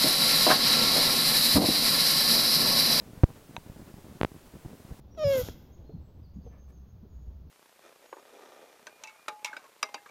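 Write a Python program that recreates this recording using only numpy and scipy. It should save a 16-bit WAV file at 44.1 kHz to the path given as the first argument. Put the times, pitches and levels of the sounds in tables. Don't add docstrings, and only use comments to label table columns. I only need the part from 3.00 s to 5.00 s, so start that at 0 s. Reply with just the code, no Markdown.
import sys
import numpy as np
from scipy import signal
from scipy.fft import rfft, irfft
from scipy.io import wavfile
from scipy.ndimage import uniform_filter1d

SR = 44100
rng = np.random.default_rng(int(sys.argv[2]) if len(sys.argv) > 2 else 0)


def waveform_to_disk(signal):
    frames = np.transpose(np.atleast_2d(signal))
    scaled = np.clip(frames, -1, 1) * 32767
    samples = np.round(scaled).astype(np.int16)
    wavfile.write(sys.argv[1], SR, samples)


N = 88200

# start_s, open_ms, level_db
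CONTACT_GAPS = [(0.2352, 4.706, 2), (1.2134, .16, 6), (1.2325, 0.17, 5.5), (1.2346, 0.031, 4.5),
                (1.2484, .16, 6)]


def contact_pops():
    steps = np.zeros(N)
    for start_s, open_ms, level_db in CONTACT_GAPS:
        add_push(steps, start_s, open_ms / 1000, undb(level_db))
    return input_stage(steps)


# pitch_hz, level_db, t60_s
KEY_MODES = [(763, -0.5, 0.015), (918, -3, 0.031), (1060, -17, 0.0079), (1560, -7, 0.015),
             (2330, -8, 0.011), (2540, 2, 0.0091), (3630, -6, 0.01), (3810, -3, 0.011), (6150, -14, 0.013),
             (7500, -17, 0.0067)]


def key_click(start_s=0.5651, attack_s=0.0012):
    t = np.maximum(np.arange(N) / SR - start_s, 0)
    attack = np.sin(np.pi / 2 * np.minimum(t / attack_s, 1)) ** 2
    ring = sum(undb(level_db) * np.exp(-np.log(1000) * t / t60_s) * np.sin(2 * np.pi * pitch_hz * t)
               for pitch_hz, level_db, t60_s in KEY_MODES)
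    return undb(-25.5) * attack * ring


# start_s, length_s, level_db
GRIP_SHIFTS = [(0.01, .035, -1.5), (0.06, 0.051, 1), (0.168, 0.052, -10), (0.282, .032, 2.5),
               (0.485, .028, -2), (0.538, 0.019, -1), (0.66, 0.02, 4), (0.713, 0.0073, 4.5),
               (0.756, 0.017, 1.5), (0.786, 0.046, 1.5), (0.872, 0.044, -5.5), (0.967, .028, 0),
               (1.045, .026, 4.5), (1.082, 0.046, 2), (1.143, .03, -1), (1.198, 0.015, 6),
               (1.316, 0.00963, 6), (1.338, .027, 1.5), (1.533, .037, 2), (1.643, 0.018, 7),
               (1.676, 0.079, 1.5), (1.801, 0.0073, -1), (1.845, 0.0073, 2.5), (1.891, .018, 2.5),
               (1.939, 0.0083, 3), (1.992, 0.0058, 2)]
# frequency_hz, level_db
SCRAPE_SPECTRUM = [(100, -12), (400, 3.5), (900, -2), (1500, -12), (3000, -25), (8000, -45)]


def grip_crackle(slips_per_s=125, slip_s=0.001276):
    pushes = np.zeros(N)
    for start_s, length_s, level_db in GRIP_SHIFTS:
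        scatter = rng.standard_normal(size=(40, 3))
        slips = int(np.clip(round(length_s * slips_per_s), 1, len(scatter)))
        for k, (jitter, stretch, accent) in enumerate(scatter[:slips]):
            onset_s = start_s + length_s * (k + .5 + 0.255 * jitter) / slips
            push_s = slip_s * np.exp(0.406 * stretch)
            add_push(pushes, onset_s, push_s, undb(-35 + level_db + 1.5 * accent))
    crackle = one_pole(input_stage(pushes), 1800, "low")
    scrape_envelope = one_pole(pushes, 90, "low")
    return crackle + undb(-18.5) * scrape_envelope * noise(SCRAPE_SPECTRUM)


# start_s, length_ms, level_db, polarity
HAND_BUMPS = [(0.1333, 1.7, -34.5, 1), (0.176, 2.8, -34, -1), (0.5799, 2.14, -31.5, 1),
              (0.698, 2.63, -30, 1), (0.941, 2.1, -32.5, 1), (1.6596, 1.83, -28.5, -1),
              (1.9125, 2.9, -30, -1), (1.9217, 3.62, -30, 1)]


def hand_bumps():
    pushes = np.zeros(N)
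    for start_s, length_ms, level_db, polarity in HAND_BUMPS:
        add_push(pushes, start_s, length_ms / 1000, polarity * undb(level_db))
    thuds = one_pole(one_pole(pushes, 38, "high"), 326, "low")
    return one_pole(thuds, 1800, "low")


# frequency_hz, level_db
RUMBLE_SPECTRUM = [(20, -3.5), (60, -0.5), (130, -2.5), (300, -4), (600, -10), (1200, -16.5), (2500, -24.5),
                   (6000, -36)]
# frequency_hz, level_db
HISS_SPECTRUM = [(100, 6.5), (2000, 0), (4000, -1), (8000, -2.5), (12000, -3), (16000, -5)]


def background():
    rumble = noise(RUMBLE_SPECTRUM) * undb(-55.5 + 1.5 * drift(rate_hz=39.76))
    hiss = noise(HISS_SPECTRUM) * undb(-61)
    return rumble + hiss


def input_stage(x):
    for cutoff_hz in (107, 29):
        x = one_pole(x, cutoff_hz, "high")
    return one_pole(x, 216.4, "low")


def undb(db):
    return 10 ** (np.asarray(db) / 20)


def one_pole(x, cutoff_hz, kind):
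    pole = np.exp(-2 * np.pi * cutoff_hz / SR)
    low = signal.lfilter([1 - pole], [1, -pole], x)
    return low if kind == "low" else x - low


def add_push(out, start_s, length_s, height):
    rise, fall = start_s * SR, (start_s + length_s) * SR
    i = np.arange(max(int(rise), 0), min(int(fall) + 2, N))
    out[i] += height * (np.clip(i - rise, 0, 1) - np.clip(i - fall, 0, 1))


def noise(spectrum):
    frequency_hz, level_db = np.array(spectrum, float).T
    bins_hz = np.maximum(np.fft.rfftfreq(N, 1 / SR), 1)
    gain = undb(np.interp(np.log(bins_hz), np.log(frequency_hz), level_db))
    shaped = irfft(rfft(rng.standard_normal(N)) * gain, N)
    return shaped / shaped.std()


def drift(rate_hz):
    hold = int(SR / rate_hz)
    steps = np.repeat(rng.standard_normal(N // hold + 1), hold)
    smooth = uniform_filter1d(uniform_filter1d(steps, hold), hold)[:N]
    return smooth / smooth.std()


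def scene():
    return (background() + contact_pops() + key_click() + grip_crackle() + hand_bumps())[None]


def record(dry):
    top_hz = 16100
    return signal.sosfilt(signal.ellip(10, .1, 70, top_hz, fs=SR, output="sos"), dry)


dry = scene()
out = record(dry)
waveform_to_disk(out)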